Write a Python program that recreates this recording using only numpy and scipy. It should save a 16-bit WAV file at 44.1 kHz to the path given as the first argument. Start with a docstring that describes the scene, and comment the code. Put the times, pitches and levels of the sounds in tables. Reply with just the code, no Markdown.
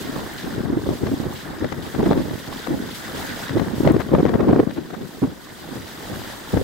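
"""Gusty wind rumbles on a phone's microphone, over a choppy sea heard from the shore.
Gusts buffet the two microphone openings (ports): single swirls of air (eddies) thump,
the fastest ones sputter, and hard gusts roar and rasp. The sea washes over floating pipes
beside a breakwater, and each wave spills into splashes, ringing bubbles and fizzing foam."""
import sys
import numpy as np
from scipy import signal
from scipy.fft import rfft, irfft
from scipy.io import wavfile
from scipy.ndimage import uniform_filter1d, map_coordinates

SR = 44100
rng = np.random.default_rng(int(sys.argv[2]) if len(sys.argv) > 2 else 0)


def dump_mix(stems):
    """Bounce the given channels to the path in sys.argv[1] as a 16-bit WAV at rate SR."""
    frames = np.atleast_2d(stems).T  # one column per channel
    limited = np.clip(frames, -1, 1)  # hard clip at full scale
    pcm = np.round(limited * 32767).astype(np.int16)
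    wavfile.write(sys.argv[1], SR, pcm)


N = 292383
T = np.arange(N) / SR  # the time of every sample, in seconds

# The tone of the wind's rumble, boom and rasp. Each row: frequency in Hz, relative level in dB.
RUMBLE_TONE = [(20, -53), (70, -26.5), (130, -1), (190, 1), (270, 1.5), (370, -2.5), (520, -9.5),
               (750, -22.5), (1100, -25), (1800, -39), (4000, -59)]
BOOM_TONE = [(15, -17), (40, -17), (75, -3.5), (120, -4), (180, -15.5), (300, -20), (1000, -65)]
RASP_TONE = [(150, -4), (400, 4.5), (560, 3.5), (780, 0), (1150, -9), (1800, -18), (2400, -24.5),
             (3800, -37), (5200, -41), (8000, -58), (15000, -64)]
# How much the largest eddies boom and the smallest rasp. Each row: time in seconds, gain in dB.
BOOM_LEVEL = [(0, -9), (1.6, -5.5), (2.8, -10.5), (3.9, -5.5), (4.55, -14.5), (5.25, -14.5), (5.7, -5.5),
              (6.15, -6.5), (6.55, -2.5)]
RASP_LEVEL = [(0, 1), (1.2, 0.5), (2.05, 4), (2.8, -0.5), (3.55, 2), (3.9, 3.5), (4.35, 2.5), (4.6, 2),
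              (5.2, -0.5), (6.55, 4.5)]
RASP_POWER = 1.73  # small eddies grow faster than the pressure

def wind():
    """Swirling air presses on each port; faster air makes smaller eddies, so strong gusts rasp."""
    air = airflow()
    knocks, knock_envelope = thumps()
    pressure = np.hypot(air, undb(-9) * knock_envelope)  # each thump drags rough air along
    rumble = air * eddies(RUMBLE_TONE, shared=0.26, smooth_samples=1400) + undb(-1.76) * knocks
    boom = colour(pressure * stereo_noise(shared=0.28), BOOM_TONE) * undb(curve(BOOM_LEVEL))
    tearing = undb(curve(RASP_LEVEL) + 1.44 * waver(240) + waver(30))  # the rasp comes in spurts
    grain = undb(-2.5) * stereo_noise(shared=0.21) + undb(-3) * crackle(pops_per_s=263)
    rasp = colour(pressure ** RASP_POWER * tearing * grain, RASP_TONE)
    return rumble + boom + rasp

# Gusts. Each row: start in seconds, length in seconds, level in dB, left minus right in dB.
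GUSTS = [(0.462, 0.079, -32, -3), (.58, 0.024, -22, 10), (0.678, 0.061, -28, 4), (0.859, 0.047, -23, -1.5),
         (1.0, .13, -26.5, 3.5), (1.2, 0.058, -26.5, -3), (1.605, 0.045, -27.5, 1),
         (1.717, 0.075, -29.5, 7), (1.94, 0.026, -25, 12), (1.975, 0.21, -20, -1), (2.21, 0.12, -28.5, -4),
         (2.32, 0.032, -35, 5), (2.475, 0.016, -30.5, -2), (2.68, 0.098, -25, -1.5),
         (2.821, 0.018, -28.5, 1), (3.14, 0.04, -31.5, -0.5), (3.497, 0.066, -23.5, 0),
         (3.567, 0.047, -23.5, 13), (3.668, 0.11, -28, -4), (3.845, 0.076, -18.5, -0.5),
         (3.94, 0.053, -25.5, 14), (4.085, .025, -23, -1), (4.116, 0.042, -16, 1), (4.173, 0.019, -19.5, 6),
         (4.24, 0.3, -20, 2.5), (4.45, 0.16, -19.5, -4.5), (4.645, 0.04, -26.5, 8), (4.755, 0.027, -31, 10),
         (4.989, 0.028, -27.5, 2), (5.218, 0.029, -20, 1), (5.706, 0.093, -34, 0), (6.1, 0.086, -31.5, 4),
         (6.532, 0.079, -24, 0)]
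# The light wind between gusts. Each row: time in seconds, level in dB.
BREEZE_LEVEL = [(0, -30.5), (.3, -40), (.6, -30), (1, -35), (1.5, -38), (2.7, -41), (3.6, -37),
                (4.85, -36.5), (5.1, -41), (5.5, -45.5), (6.63, -54)]

def airflow():
    """The pressure on each port: gusts over a light breeze, all wavering and shifting sides."""
    breeze = undb(curve(BREEZE_LEVEL) + 2.6 * waver(18)) * pan(1)
    gusts = surges(GUSTS, rise_s=0.00067, fall_s=0.039)
    return np.hypot(breeze, gusts) * undb(2.37 * waver(55)) * pan(3.5 * wander(35))

# Eddies that thump. Each row: time of the peak in seconds, relative level in dB,
# left minus right in dB, centre pitch in Hz, width in milliseconds.
THUMPS = [(.097, -15, 3, 271, 7.3), (.607, -15, -1, 248, 6.1), (.702, -8.5, 4, 320, 6.7),
          (0.732, -11.5, -2, 281, 12), (0.773, -8.5, -3, 285, 10.5), (.891, -5, 4, 301, 3.4),
          (0.908, -13, 2, 290, 4.5), (1.035, -8, 6, 316, 4.9), (1.118, -11, -5, 256, 7.7),
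          (1.138, -10.5, 0, 277, 9), (1.625, -12, 7, 297, 10), (1.644, -14, 7, 340, 3.7),
          (1.979, -19, -15, 321, 3.7), (2.008, -12, 7, 262, 4.8), (2.031, -6.5, 4, 326, 5.7),
          (2.065, -10, 3, 293, 13), (2.093, -9, 6, 230, 4.2), (2.112, -2.5, 4, 261, 3.2),
          (2.122, -7.5, 15, 480, 3.2), (2.177, -4, -4, 290, 3.2), (2.206, -15, -11, 273, 5),
          (2.688, -21, 0, 292, 6.9), (2.719, -15, 9, 305, 19), (3.571, -5.5, 4, 333, 7),
          (3.598, -8.5, 16, 287, 5), (3.806, -6.5, 7, 270, 7.8), (3.835, -7.5, -5, 306, 5.2),
          (3.853, -7, -5, 324, 3.2), (3.875, -2, 9, 463, 3.7), (3.89, -4.5, 7, 400, 2.5),
          (3.908, -3, 5, 305, 9.6), (3.964, -6.5, -1, 330, 7.8), (4.122, -7.5, 3, 335, 6),
          (4.136, -7.5, 0, 330, 9), (4.151, -4, 0, 398.3, 3.4), (4.184, -5, 2, 424, 3.5),
          (4.198, -9, 1, 250, 6.3), (4.231, -2.5, -3, 303, 4.6), (4.254, -0.5, 7, 389, 3.5),
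          (4.342, -4.5, 0, 341, 3), (4.407, -11.5, 5, 368, 18), (4.479, -8.5, 1, 332, 16),
          (4.512, -6.5, -3, 400, 8.1), (4.532, 0, 4, 285, 7.1), (4.562, -3, 5, 385, 2.7),
          (4.593, -8, 9, 270, 5.5), (4.599, -4, 2, 382, 10.4), (4.784, -12, 3, 323, 9.5),
          (5.232, -10, -2, 300, 8.6), (5.247, -9.5, -3, 260, 13), (6.536, -13.5, 1, 396, 6.8),
          (6.541, -9, 0, 167, 13), (6.572, -6, 7, 335, 8), (6.614, -14.5, -1, 380, 7.3)]
WOBBLE_OCTAVES, PORT_LEAD_RADIANS = 0.3, 0.65

def thumps():
    """Large eddies push or suck at the ports and shake them; returns the sound and its envelope."""
    sound, envelope = np.zeros((2, 2, N))
    wobble = 2 ** (WOBBLE_OCTAVES * wander(330))
    for peak_s, db, pan_db, hz, width_ms in THUMPS:
        at, shape = puff(peak_s, width_ms)
        push, lead = rng.choice([-1, 1], size=2)
        phase = 2 * np.pi * np.cumsum(hz * wobble[at]) / SR
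        phase -= phase[np.argmax(shape)]
        port_shift = lead * PORT_LEAD_RADIANS * np.array([[1], [-1]])  # one leads, one trails
        strength = undb(db) * pan(pan_db) * shape
        sound[:, at] += push * strength * np.cos(phase + port_shift)
        envelope[:, at] += strength
    return sound, envelope

# Sharp sputters of air. Each row: time of the peak in seconds, relative level in dB,
# left minus right in dB, width in milliseconds.
SPUTTERS = [(1.07, -26, 8, 8), (1.646, -19, 10, 3.5), (1.725, -25.5, 21, 7.3), (1.95, -26, 12, 7.7),
            (1.995, -31, -3, 4), (2.028, -30, -3, 4.4), (2.063, -27.5, 3, 10), (2.113, -21, 10, 2.5),
            (2.122, -24, 8, 1.5), (2.132, -21, 12, 2.8), (2.177, -27, -2, 2), (2.184, -27, -1, 2.3),
            (2.672, -23.5, 14, 5.2), (3.495, -21.5, 13, 3), (3.582, -25, 8, 4), (3.598, -21.5, 14, 5.9),
            (3.684, -26, 7, 2.2), (3.854, -18, -7, 1.4), (3.876, -16, 11, 3), (3.884, -27, 8, 8),
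            (3.9, -23, 10, 8.1), (3.966, -29, 5, 4), (4.005, -20.5, 14, 12), (4.018, -25, 12, 3.3),
            (4.14, -30, 1, 6), (4.151, -24, 1, 3), (4.186, -28, 2, 2.7), (4.254, -20, 7, 1.4),
            (4.264, -23, 8, 1.7), (4.285, -26, 11, 8), (4.293, -22.5, 15, 3.5), (4.341, -26.5, 12, 4.7),
            (4.356, -29, 6, 3.2), (4.408, -26.5, 6, 6.4), (4.51, -26, 2, 3), (4.529, -34, -4, 4),
            (4.562, -27, 4, 3), (4.6, -26, 12, 6), (4.71, -28.5, 12, 5.1), (4.779, -32, 8, 12),
            (4.906, -32, 5, 7.3), (4.942, -30, 15, 15), (6.574, -28, 12, 9)]
# Their tone. Each row: frequency in Hz, relative level in dB.
SPUTTER_TONE = [(150, 1.5), (400, 13.5), (1000, 7.5), (1900, 3.5), (2500, -7), (3700, -8), (5100, -16),
                (6500, -21), (15000, -46)]

def sputters():
    """A fast eddy catches the edge of a port, snaps and crackles for a moment."""
    envelope, snaps = np.zeros((2, 2, N))
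    for peak_s, db, pan_db, width_ms in SPUTTERS:
        at, shape = puff(peak_s, width_ms)
        gain = undb(db) * pan(pan_db)
        envelope[:, at] += gain * shape
        snaps[:, int(peak_s * SR)] += gain[:, 0] * rng.choice([-1, 1])
    crackling = envelope * eddies(SPUTTER_TONE, shared=0.66, smooth_samples=200)
    return undb(1) * crackling + undb(2) * colour(snaps, SPUTTER_TONE)

def eddies(tone, shared, smooth_samples):
    """Swirling air flutters on both ports; its power evens out over a few eddies."""
    flutter_db = 3.2 * wander(110) + 2 * np.array([wander(160), wander(160)])
    air = colour(stereo_noise(shared) * undb(flutter_db), tone)
    power = uniform_filter1d(np.mean(air ** 2, axis=0), size=smooth_samples)
    return air / np.sqrt(power)

def puff(peak_s, width_ms, rise_share=0.42):
    """One eddy swells and fades as it passes a port; returns its sample positions and envelope."""
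    at = np.arange(max(int((peak_s - .05) * SR), 0), min(int((peak_s + .1) * SR), N))
    from_peak = (T[at] - peak_s) / (width_ms / 1000)
    share = np.where(from_peak < 0, rise_share, 1 - rise_share)
    return at, 1 / np.cosh(np.arccosh(2) * from_peak / share)

def crackle(pops_per_s):
    """Tiny scattered pops in the rasp, each somewhere between left and right."""
    chance, sign, side = rng.random((3, N))
    pops = (chance < pops_per_s / SR) * np.sign(sign - .5)
    return unit(pops * np.sqrt([side, 1 - side]))

# Lingering foam and water plunging off the pipes. Each row: time in seconds, relative level in dB.
FOAM_LEVEL = [(0, -46.5), (.55, -48.5), (.7, -56.5), (.85, -51), (1.25, -49.5), (1.6, -54), (2.3, -48.5),
              (2.7, -47), (2.83, -49), (2.95, -46), (3.47, -47.5), (3.55, -49.5), (4.5, -55.5), (4.75, -55),
              (5.35, -53.5), (5.7, -49.5), (6.2, -46), (6.63, -48)]
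PLUNGE_LEVEL = [(0, -47.5), (.55, -47.5), (.8, -52), (1.25, -51.5), (1.45, -46.5), (1.8, -49.5),
                (2.15, -49.5), (2.35, -51.5), (2.65, -46), (2.8, -49), (2.9, -48.5), (3.08, -44),
                (3.45, -42.5), (3.7, -49), (4.2, -49.5), (4.7, -53.5), (5.35, -56.5), (5.8, -51),
                (6.25, -48.5), (6.63, -50)]
# Waves that spill over a pipe and froth.
# Each row: start in seconds, length in seconds, relative level in dB, left minus right in dB.
SPILLS = [(0, 0.018, -44, -3), (.09, 0.11, -55, 2), (.36, 0.048, -52, 1), (.79, 0.12, -54, 0),
          (.925, 0.065, -48.5, 0), (1.04, 0.03, -53, 0), (1.1, 0.054, -52.5, 0), (1.315, 0.1, -49.5, 1),
          (1.82, 0.11, -49, 0), (2.05, 0.03, -49, 0), (2.52, 0.14, -54, 0), (2.94, 0.027, -44, 0),
          (3.03, 0.42, -48.5, -2), (3.15, 0.29, -48.5, 1), (3.75, 0.089, -46.5, -1), (5.07, 0.09, -52.5, 0),
          (5.74, .015, -53, 3), (6.08, 0.17, -56, 1), (6.48, .045, -47, 0)]
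SPRAY_SHARE = 0.58  # how far the spray follows the plunging water rather than the foam

def sea():
    """Waves froth over the pipes, plunge off them and throw spray, while the water heaves below."""
    froth = surges(SPILLS, rise_s=0.0049, fall_s=0.036)
    fizz_db = 20 * np.log10(np.hypot(undb(curve(FOAM_LEVEL)), froth))
    plunge_db = curve(PLUNGE_LEVEL)
    spray_db = fizz_db + SPRAY_SHARE * (plunge_db - fizz_db)
    return foam(fizz_db) + splash(plunge_db) + spray(spray_db) + plinks(plunge_db) + churn()

# The water heaving under the foam. Each row: time in seconds, relative level in dB.
HEAVE_LEVEL = [(0, -33.5), (.5, -34.5), (1, -37.5), (1.5, -34.5), (2, -38.5), (2.5, -37), (3, -37.5),
               (3.4, -33), (4, -37), (4.6, -38), (5, -43.5), (5.4, -42), (5.8, -38), (6.2, -34.5),
               (6.63, -36)]
# Its tone. Each row: frequency in Hz, relative level in dB.
CHURN_TONE = [(25, 1.5), (70, -3), (220, 3.5), (350, -1.5), (470, -6), (750, -5.5), (1100, -8.5),
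              (1900, -14.5), (2600, -41), (4700, -28), (6000, -36)]

def churn():
    """Heaving water traps larger pockets of air that gurgle."""
    gurgle = bubbles(low_hz=300, high_hz=1200, cycles=12, spread_db=2.2, count=1200)
    water = colour(stereo_noise(shared=0.3) + undb(-11) * gurgle, CHURN_TONE)
    return water * undb(curve(HEAVE_LEVEL) - 4 + 2.15 * wander(13))

# The tone of the foam and of its finest pops. Each row: frequency in Hz, relative level in dB.
FOAM_TONE = [(1500, 4), (2700, 5.5), (3600, 6), (5000, 5.5), (5700, -0.5), (6600, 3.5), (7300, -0.5),
             (7900, 3.5), (9000, -3), (10300, -2), (11800, 0), (15500, -2)]
FINE_POP_TONE = [(3000, -38), (6000, -2), (8000, -2.5), (12000, -8), (15500, 2.5)]
FOAM_SPLIT_HZ = 5200  # between coarse and fine bubbles

def foam(level_db):
    """Countless tiny bubbles burst in coarse and fine patches; the finest prickle on their own."""
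    beads = bubbles(low_hz=3000, high_hz=13000, cycles=70, spread_db=2.4, count=2500)
    hiss = colour(stereo_noise(shared=0.18) + undb(-9.5) * beads, FOAM_TONE)
    coarse = signal.sosfiltfilt(signal.butter(2, FOAM_SPLIT_HZ, fs=SR, output="sos"), hiss)
    fine = hiss - coarse
    fizz = coarse * undb(1.64 * waver(22)) + fine * undb(waver(26))
    pops = rng.standard_normal((2, N)) * (rng.random((2, N)) < .02)
    prickle = colour(unit(pops), FINE_POP_TONE) * undb(-8.5 + 2.1 * wander(30))
    flicker = np.hypot(1, undb(-11.5) * flicks(per_s=36, fade_s=0.006))
    return (fizz + prickle) * flicker * undb(level_db + 4.5)

def flicks(per_s, fade_s):
    """The envelope of tiny splashes that flash up at random, left or right, and die at once."""
    chance, size, side = rng.random((3, N))
    starts = (chance < per_s / SR) * size ** 2 * np.array([side, 1 - side])
    fade = [1, -np.exp(-2 / (fade_s * SR))]
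    power = signal.lfilter([1], fade, signal.lfilter([1], fade, starts))
    return unit(np.sqrt(power + 1e-12))

# The tone of the plunging water. Each row: frequency in Hz, relative level in dB.
SPLASH_TONE = [(400, -6.5), (800, -2.5), (1120, -2), (1300, 1.5), (1520, 6.5), (1700, 5.5), (1920, 4),
               (2200, -5.5), (2750, -14), (3650, -14.5), (7000, -42)]

def splash(level_db):
    """Sheets of water plunge off the pipes and drive bubbles under."""
    spatter = stereo_noise(shared=0.96) * undb(2.4 * waver(90))
    rings = bubbles(low_hz=800, high_hz=2300, cycles=18, spread_db=3, count=3500)
    patches = undb(.7 * wander(20))
    return colour(spatter + undb(-8) * rings, SPLASH_TONE) * undb(level_db + 1.37) * patches

# Slops of water over a pipe. Each row: start in seconds, relative level in dB, left minus right in dB.
SLOPS = [(.03, -39.5, -1), (.375, -36.5, 1), (.415, -56, 2), (1.345, -43, 1), (1.395, -49, 0),
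         (2.03, -44, 0), (2.1, -46, 1), (2.325, -46, 0), (2.38, -42, 0), (2.52, -42.5, -1), (2.9, -41, 0),
         (3.15, -43, 0), (3.27, -45, 0), (3.35, -39, -4), (3.42, -39, 0)]
# The tone of the falling droplets. Each row: frequency in Hz, relative level in dB.
SPRAY_TONE = [(1200, -14), (1950, 5.5), (2550, -6), (3200, 1.5), (3650, 2), (4000, 0), (4350, -6.5),
              (5050, -4.5), (5700, -7), (9000, -15.5)]

def spray(level_db):
    """Thrown droplets patter back on the water, thickest just after each slop."""
    patter = stereo_noise(shared=0.91) * undb(1.9 * waver(80))
    drops = bubbles(low_hz=2400, high_hz=5600, cycles=30, spread_db=3.3, count=4500)
    patches = undb(level_db - 0.76 + 1.1 * wander(20))
    slops = undb(-4) * bursts(SLOPS, rise_s=0.017, fall_s=0.023)
    return colour(patter + undb(-5.5) * drops, SPRAY_TONE) * np.hypot(patches, slops)

# The tone of bubbles that ring clear of the wash. 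Each row: frequency in Hz, relative level in dB.
PLINK_TONE = [(700, -2), (1200, 5), (1700, 5), (2500, -11), (3600, 3), (4400, -5), (5100, -1.5), (7000, -9)]

def plinks(level_db):
    """Here and there one bubble or drop rings out above the rest."""
    rings = bubbles(low_hz=750, high_hz=7000, cycles=45, spread_db=2.6, count=900)
    return unit(colour(rings, PLINK_TONE)) * undb(level_db - 6)

# Thin ticks. Each row: start in seconds, relative level in dB, left minus right in dB.
TICKS = [(1.3354, -34, 1.5), (3.918, -32, 4), (4.0013, -34, 3.0), (6.5224, -36, 0.0)]

def ticks():
    """Brief, very high ticks stand out of the fizz."""
    clicks = stereo_noise(shared=0.5) * bursts(TICKS, rise_s=.0015, fall_s=0.0022)
    return undb(-0.5) * colour(clicks, FINE_POP_TONE)

def bubbles(low_hz, high_hz, cycles, spread_db, count):
    """Bubbles of many sizes ring briefly, rising in pitch as they near the surface."""
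    out = np.zeros((2, N + SR))
    for when, pitch, chance, side, lag in rng.random((count, 5)):
        hz = low_hz * (high_hz / low_hz) ** pitch
        age = np.linspace(0, 1, int(cycles * SR / hz) + 2)
        ring = np.sin(2 * np.pi * cycles * age * (1 + age / 10)) * np.exp(-5 * age)
        ring *= undb(-spread_db * np.log(chance + .01)) * hz / high_hz  # a few are much louder
        left = int(when * N) + 20
        right = left + int((lag - .5) * 40)  # up to 20 samples earlier or later
        out[0, left:left + len(ring)] += np.sqrt(side) * ring
        out[1, right:right + len(ring)] += np.sqrt(1 - side) * ring
    return unit(out[:, :N])

def surges(table, rise_s, fall_s):
    """The left and right envelope (strength over time) of surges that rise, hold and die away."""
    power = np.zeros((2, N))
    for start_s, length_s, db, pan_db in table:
        first = max(int(start_s * SR), 0)
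        age = T[:min(N - first, SR)]
        shape = (1 - np.exp(-age / rise_s)) * np.exp(-np.maximum(age - length_s, 0) / fall_s)
        power[:, first:first + len(age)] += (undb(db) * pan(pan_db) * shape) ** 2
    return np.sqrt(power)

def bursts(table, rise_s, fall_s):
    """The left and right envelope of short bursts that rise and fade at once."""
    out = np.zeros((2, N))
    for start_s, db, pan_db in table:
        first = int(start_s * SR)
        age = T[:min(N - first, SR // 5)]
        shape = (1 - np.exp(-age / rise_s)) * np.exp(-age / fall_s)
        out[:, first:first + len(age)] += undb(db) * pan(pan_db) * shape / shape.max()
    return out

def colour(x, tone):
    """Filter a sound to follow a tone table; white noise keeps its power."""
    hz, db = np.transpose(tone)
    size = 8192
    bin_hz = np.arange(size // 2 + 1) * SR / size
    gain = unit(undb(np.interp(np.log(bin_hz + 1), np.log(hz), db)))
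    # folding the cepstrum makes the filter ring only after a sound, never before it
    cepstrum = irfft(np.log(gain))
    cepstrum[1:size // 2] *= 2
    cepstrum[size // 2 + 1:] = 0
    response = irfft(np.exp(rfft(cepstrum)))
    return signal.oaconvolve(x, response[None, :size // 2], axes=1)[:, :N]

def wander(rate):
    """A smooth random curve of typical size 1 that changes about rate times a second."""
    steps = rng.standard_normal(4096)
    steps -= uniform_filter1d(steps, size=7)  # take out slow drift
    times = T[::16]
    smooth = map_coordinates(steps, [times * rate], order=2, mode="wrap")
    return unit(np.interp(T, times, smooth))

def waver(rate):
    """Like wander, but without the rare big swings."""
    return unit(np.tanh(wander(rate)))

def stereo_noise(shared):
    """Left and right noise; shared (0 to 1) says how much is the same in both."""
    common = np.sqrt(shared) * rng.standard_normal(N)
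    return common + np.sqrt(1 - shared) * rng.standard_normal((2, N))

def pan(pan_db):
    """Left and right gains that lie pan_db apart and keep the total power."""
    return unit(undb(np.array([pan_db, -pan_db]) / 2).reshape(2, -1))

def curve(table):
    """Join rows of time and level with straight lines, giving a level at every sample."""
    return np.interp(T, *np.transpose(table))

def undb(db):
    """Turn decibels into a gain."""
    return 10 ** (np.asarray(db) / 20)

def unit(x):
    """Scale a signal to an average power of 1."""
    return x / np.sqrt(np.mean(x ** 2))

def scene():
    """The sea in front, the wind on the microphone."""
    return sea() + ticks() + wind() + sputters()

LOW_CUT_HZ, HIGH_CUT_HZ = 31, 15750

def record(dry):
    """The phone thins the deepest bass, rounds the loudest peaks and cuts the highest treble."""
    thinned = signal.sosfilt(signal.butter(2, LOW_CUT_HZ, "high", fs=SR, output="sos"), dry)
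    rounded = thinned / (1 + thinned ** 6) ** (1 / 6)
    return signal.sosfilt(signal.ellip(12, .1, 80, HIGH_CUT_HZ, fs=SR, output="sos"), rounded)

dry = scene()
out = record(dry)
dump_mix(out)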